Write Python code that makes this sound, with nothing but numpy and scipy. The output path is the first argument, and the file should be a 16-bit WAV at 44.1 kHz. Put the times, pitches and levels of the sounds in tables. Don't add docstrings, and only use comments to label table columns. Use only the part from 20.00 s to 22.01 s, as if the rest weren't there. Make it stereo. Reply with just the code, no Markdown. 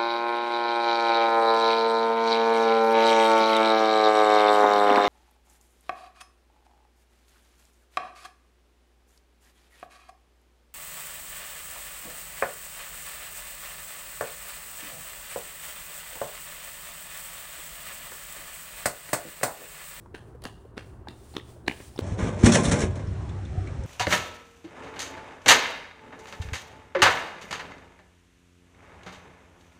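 import sys
import numpy as np
from scipy import signal
from scipy.fft import rfft, irfft, next_fast_len
from scipy.io import wavfile
from scipy.ndimage import map_coordinates

SR = 44100
rng = np.random.default_rng(int(sys.argv[2]) if len(sys.argv) > 2 else 0)


def unload_audio(sound):
    columns = np.transpose(np.atleast_2d(sound))
    steps = np.round(np.clip(columns, -1, 1) * 32767)
    wavfile.write(sys.argv[1], SR, steps.astype(np.int16))


N = 88729

# start_s, thud_lag_s, thud_db, thud_hz, pop_db (before halving), pop_hz, snap_db, snap_hz,
# crack_db, grit_db, street_echo_db
STEPS = [(0.1487, -0.0048, -36.5, 315, -32, 1620, -36, 2880, -40.5, -41, 3.5),
         (0.4534, 0.0065, -30.5, 230, -26.5, 1710, -32, 4420, -31, -33, 0),
         (.7790, .0004, -29.5, 400, -25.5, 1713, -28.5, 3650, -35.5, -50, 2),
         (1.0852, 0.0021, -32.5, 260, -34.5, 1650, -27, 3760, -40, -43, 1.5),
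         (1.3670, .0005, -22.5, 335, -24, 1710, -20, 3620, -28.5, -43.5, -4.5),
         (1.6812, 0.0017, -18, 302, -9.5, 1777, -29, 3830, -22.5, -30.5, -5.5),
         (1.991, 0.0012, -15.5, 353, -39, 2070, -33, 3940, -30, -34.5, -1.5)]
# freq_hz, likeness (0..1)
BACKGROUND_ALIKE = [(50, 1), (200, .98), (400, 0.9), (800, 0.45), (1500, 0.6), (4000, 0)]
# freq_hz, likeness (0..1)
GRIT_ALIKE = [(5000, 0.05)]


def amp(db):
    return 10 ** (np.asarray(db) / 20)


def unit(x):
    return x / np.sqrt(np.mean(x ** 2) + 1e-20)


def along(points, hz):
    f, v = np.transpose(points)
    return np.interp(np.log(hz + 1), np.log(f + 1), v)


def since(start_s):
    return np.arange(N) / SR - start_s


def wobble(knots_per_s):
    return map_coordinates(rng.standard_normal(size=4096), [np.arange(N) * knots_per_s / SR], mode="mirror")


def filtered(x, response):
    m = next_fast_len(N + SR // 4)
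    return irfft(rfft(x, m) * response(np.fft.rfftfreq(m, 1 / SR)), m)[..., :N]


def mid_side_gains(alike, hz):
    turn = np.arccos(np.clip(along(alike, hz), -1, 1)) / 2
    return np.array([np.cos(turn), np.sin(turn)])


def noise(spectrum, alike):
    white = rng.standard_normal((2, N))
    mid, side = filtered(white, lambda hz: amp(along(spectrum, hz)) * mid_side_gains(alike, hz))
    return unit(np.array([mid + side, mid - side]))


def burst(t, rise_s, t60_s):
    return np.exp(np.minimum(t, 0) / rise_s) * amp(-60 * np.maximum(t, 0) / t60_s)


def ring(t, hz, rise_s, t60_s):
    return np.cos(2 * np.pi * hz * t) * burst(t, rise_s, t60_s)


def grainy(x, depth_db, grains_per_s):
    grain = np.interp(since(0) * grains_per_s, np.arange(N), rng.standard_normal(N))
    return unit(x * amp(depth_db * grain))


def background():
    # start_s, rumble_db, traffic_db
    levels = [(0, -50, -56), (.3, -50.5, -53.5), (0.549, -48.5, -55), (0.751, -52.5, -55), (.95, -47, -52),
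              (1.2, -52.5, -55), (1.6, -55.5, -53.5), (2.01, -50, -54)]
    # freq_hz, relative_db_per_hz
    rumble_colour = [(20, -52), (30, -48), (42, -7), (55, 3), (80, 1), (105, 0.5), (145, -8), (200, -11),
                     (260, -22.5), (400, -54.5)]
    traffic_colour = [(100, -3), (200, -1), (300, -1), (365, 4.5), (450, -4), (560, -6.5), (800, -8.5),
                      (1150, -11), (1600, -17.5), (2500, -31.5), (5000, -45), (10000, -54), (15000, -68)]
    # freq_hz, rms_db
    motors = [(74.5, -58.5), (119.3, -57)]
    right_db = 0.76

    t = since(0)
    level_s, *levels_db = np.transpose(levels)
    rumble_db, traffic_db = (np.interp(t, level_s, level_db) for level_db in levels_db)
    rumble = amp(rumble_db) * noise(rumble_colour, BACKGROUND_ALIKE)
    traffic = amp(traffic_db + wobble(20)) * noise(traffic_colour, BACKGROUND_ALIKE)
    hum = 0
    for hz, db in motors:
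        level = amp(db + 2.15 * wobble(7.76)) * np.sqrt(2)
        hum = hum + level * np.sin(2 * np.pi * hz * t + 0.49 * wobble(6.95))
    return (rumble + traffic + hum) * amp([[-right_db], [right_db]])


def clothes():
    # start_s, level_db
    swish = [(0, -68), (.12, -77), (.27, -68), (.40, -76.5), (.62, -69), (.73, -79), (0.879, -62.5),
             (1.05, -80), (1.14, -63.5), (1.34, -55.5), (1.41, -70), (1.501, -55.5), (1.65, -72),
             (1.72, -54), (1.84, -49.5), (1.95, -59), (2.01, -58.5)]
    # freq_hz, relative_db_per_hz
    colour = [(800, -3), (2000, -1.5), (3200, -1), (4800, -1.5), (6500, -1.5), (9300, 2.5), (11000, -7),
              (12500, -13.5), (15000, -4)]
    level_db = np.interp(since(0), *np.transpose(swish)) + 0.84 * wobble(44.9)
    return amp(level_db) * noise(colour, [(5000, 0.017)])


def touches():
    # start_s, knock_db, knock_hz, squeak_db, squeak_hz, scrape_db, scrape_t60_s
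    touch_table = [(.060, -41, 936, -50, 1290, -58.5, 0.012), (0.1439, -32, 345, -45, 2790, -40, 0.021),
                   (.420, -64, 450, -57, 4100, -48, 0.094), (0.4377, -40, 486, -45, 4430, -39.5, 0.084),
                   (0.4544, -31, 510, -49, 2470, -53, 0.018), (.768, -40, 404, -56, 3760, -43, 0.093),
                   (.773, -35, 258, -41.5, 1170, -48, 0.033), (.791, -35.5, 460, -44, 2250, -54, .02),
                   (1.0723, -30, 854, -40.5, 1590, -54, 0.017),
                   (1.339, -41.5, 800, -46.5, 4230, -49.5, 0.094), (1.35, -44, 405, -47, 4230, -42, 0.088),
                   (1.664, -40, 500, -45, 4000, -47.5, 0.12),
                   (1.6776, -26.5, 780, -27.5, 4210, -23.5, 0.0047),
                   (1.802, -34, 370, -56, 2200, -44.5, 0.071), (1.961, -37.5, 810, -44, 5280, -51, 0.071),
                   (1.9769, -33, 380, -36.5, 3500, -47, 0.079)]
    # freq_hz, relative_db_per_hz
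    scrape_colour = [(300, 28), (1500, 14.5), (3500, 9), (6000, -3.5), (9500, -4), (12000, -9.5),
                     (15500, -48)]
    knock_t60_s, squeak_t60_s, scrape_rise_s = 0.02, 0.014, 0.0018

    scrape = grainy(noise(scrape_colour, [(5000, 0.71)]), depth_db=1, grains_per_s=1500)
    out = np.zeros((2, N))
    for start_s, knock_db, knock_hz, squeak_db, squeak_hz, scrape_db, scrape_t60_s in touch_table:
        t = since(start_s)
        knock = np.sin(2 * np.pi * knock_hz * np.maximum(t, 0)) * burst(t, scrape_rise_s, knock_t60_s)
        out -= amp(knock_db) * knock
        t = t - scrape_rise_s
        squeak = np.sin(2 * np.pi * squeak_hz * t + wobble(1200))
        out += amp(squeak_db) * squeak * burst(t, scrape_rise_s / 2, squeak_t60_s)
        out += amp(scrape_db) * scrape * burst(t, scrape_rise_s, scrape_t60_s)
    return out


def crackle(t, spectrum, alike, rise_s, t60_s):
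    size = 1024
    envelope = burst(t, rise_s, t60_s)
    start = int(np.argmax(envelope)) - 256
    window = np.pad(envelope, (0, size))[start:start + size]
    hz = np.fft.rfftfreq(size, 1 / SR)
    colour = amp(along(spectrum, hz)) * mid_side_gains(alike, hz)
    z = rfft(rng.standard_normal((2, size)) * window)
    mid, side = irfft(colour * z / abs(z)) * np.sqrt(window)
    pair = unit(np.array([mid + side, mid - side])) * np.sqrt(np.mean(window ** 2))
    return np.pad(pair, ((0, 0), (start, N)))[:, :N]


def slaps():
    # ratio_to_pop_hz, level_db
    sole = [(.45, -4), (1, 4), (1.36, -6), (1.62, -5.5)]
    # freq_hz, relative_db_per_hz
    crack_colour = [(150, -19), (620, -18), (950, 4), (1300, 5.5), (1700, 4), (2100, 1), (2500, 2),
                    (3300, 2), (4200, 1), (5000, -3), (9000, -13.5), (15000, -21.5)]
    grit_colour = [(500, 11), (2500, 8.5), (5000, -10), (7000, -9), (9500, -1), (12000, -14), (15500, -1)]
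    # freq_hz, likeness (0..1)
    crack_alike = [(1000, 1), (4000, 0.18), (8000, 0.12)]
    # freq_hz, gain_db
    air = [(5000, -0.5), (10000, -3.5), (15000, -12)]
    thud_sigma_cycles = 0.43
    pop_rise_s, pop_t60_s = 0.000094, 0.0085
    mode_stagger_s = 0.00008
    snap_lag_s, snap_t60_s = 0.000403, 0.004
    crack_rise_s, crack_t60_s = 0.0015, 0.016
    grit_rise_s, grit_t60_s = 0.00072, 0.036
    arrival_s = 3.2

    for (start_s, thud_lag_s, thud_db, thud_hz, pop_db, pop_hz, snap_db, snap_hz,
         crack_db, grit_db, _) in STEPS:
        t = since(start_s)
        cycles = thud_hz * (t - thud_lag_s)
        thud = np.cos(2 * np.pi * cycles) * np.exp(-(cycles / thud_sigma_cycles) ** 2 / 2)
        pop = 0
        for k, (ratio, mode_db) in enumerate(sole):
            pop = pop + amp(mode_db) * ring(t - k * mode_stagger_s, ratio * pop_hz, pop_rise_s, pop_t60_s)
        pop = pop / 2
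        crack = crackle(t, crack_colour, crack_alike, crack_rise_s, crack_t60_s)
        grit = crackle(t, grit_colour, GRIT_ALIKE, grit_rise_s, grit_t60_s)
        body = amp(thud_db) * thud + amp(pop_db) * pop + amp(crack_db) * crack + amp(grit_db) * grit
        snap = amp(snap_db) * ring(t - snap_lag_s, snap_hz, pop_rise_s, snap_t60_s)
        distance = 1 - start_s / arrival_s
        yield filtered(body, lambda hz: amp(along(air, hz) * distance)), snap


def reflection(delay_s, db, smear_s):
    t = since(delay_s)[:SR // 5]
    smear = rng.standard_normal((2, len(t))) * np.exp(-abs(t) / smear_s)
    smear = smear + 0.6 * smear.sum(0)
    return amp(db) * smear / np.linalg.norm(smear, axis=1, keepdims=True)


def walls(x, start_s):
    # delay_s, level_db, smear_s
    porches = [(0.032, -16.5, .0012), (.043, -22.5, .004), (.125, -25.5, 0.013)]
    # freq_hz, gain_db
    wall_tone = [(150, -1), (1500, -0.5), (3500, 2.5), (6000, -14), (15000, -53)]
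    wall_delay_s = 0.0093 + 0.00403 * start_s
    echoes = [(wall_delay_s, -11, 0.0007)] + porches
    response = sum(reflection(*surface) for surface in echoes)
    answer = signal.fftconvolve(x, response, axes=1)[:, :N]
    return filtered(answer, lambda hz: amp(along(wall_tone, hz)))


def street(x):
    # freq_hz, relative_db
    echo_colour = [(100, -10), (300, -3), (800, 1.5), (1700, -2), (2300, -4), (3000, 6.5), (4200, 2),
                   (5200, 0.5), (9000, 7), (15000, 5)]
    # freq_hz, likeness (0..1)
    diffuse_alike = [(100, .98), (400, 0.89), (1000, 0.67), (2500, 0), (5000, 0.13), (15000, 0)]
    near_rise_s, near_t60_s, far_t60_s, far_db = 0.0083, 0.2, 1, -18.5

    t = since(0)
    decay = burst(t, 1, near_t60_s) + amp(far_db) * burst(t, 1, far_t60_s)
    fade = (1 - np.exp(-t / near_rise_s)) * decay
    scatter = grainy(noise(echo_colour, diffuse_alike), depth_db=3, grains_per_s=420)
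    tail = scatter * fade / np.linalg.norm(fade)
    return signal.fftconvolve(x.mean(0)[None], tail, axes=1)[:, :N]


def far_knocks():
    # start_s, level_db
    knock_table = [(0.284, -48), (0.351, -46.5), (0.654, -48), (.862, -51), (1.567, -46.5)]
    # freq_hz, relative_db_per_hz
    colour = [(150, -18), (350, 2.5), (550, 4.5), (800, -10.5), (1500, -21), (4000, -36.5)]
    level = sum(amp(db) * burst(since(start_s), rise_s=0.0039, t60_s=0.069) for start_s, db in knock_table)
    return level * noise(colour, BACKGROUND_ALIKE)


def skids():
    # start_s, level_db
    skid_table = [(0.421, -50), (0.4402, -37), (0.4545, -44)]
    # freq_hz, relative_db_per_hz
    colour = [(1500, -11), (4000, 7.5), (7000, -2), (10000, 5.5), (12500, -4), (15500, -5.5)]
    level = sum(amp(db) * burst(since(start_s), rise_s=0.0014, t60_s=0.018) for start_s, db in skid_table)
    return level * grainy(noise(colour, GRIT_ALIKE), depth_db=-1.0, grains_per_s=1200)


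def runner():
    light_echo_db, snap_echo_db = -8.5, -8
    right_db = 1.3

    light = touches() + skids()
    out = light + amp(light_echo_db) * street(light)
    for (body, snap), (start_s, *_, street_echo_db) in zip(slaps(), STEPS):
        radiated = body + amp(snap_echo_db) * snap
        out += body + snap
        out += walls(radiated, start_s) + amp(street_echo_db) * street(radiated)
    out += clothes()
    return out * amp([[-right_db], [right_db]])


def scene():
    return runner() + background() + far_knocks()


def record(dry):
    top_hz = 15900
    return filtered(dry, lambda hz: hz < top_hz)


dry = scene()
out = record(dry)
unload_audio(out)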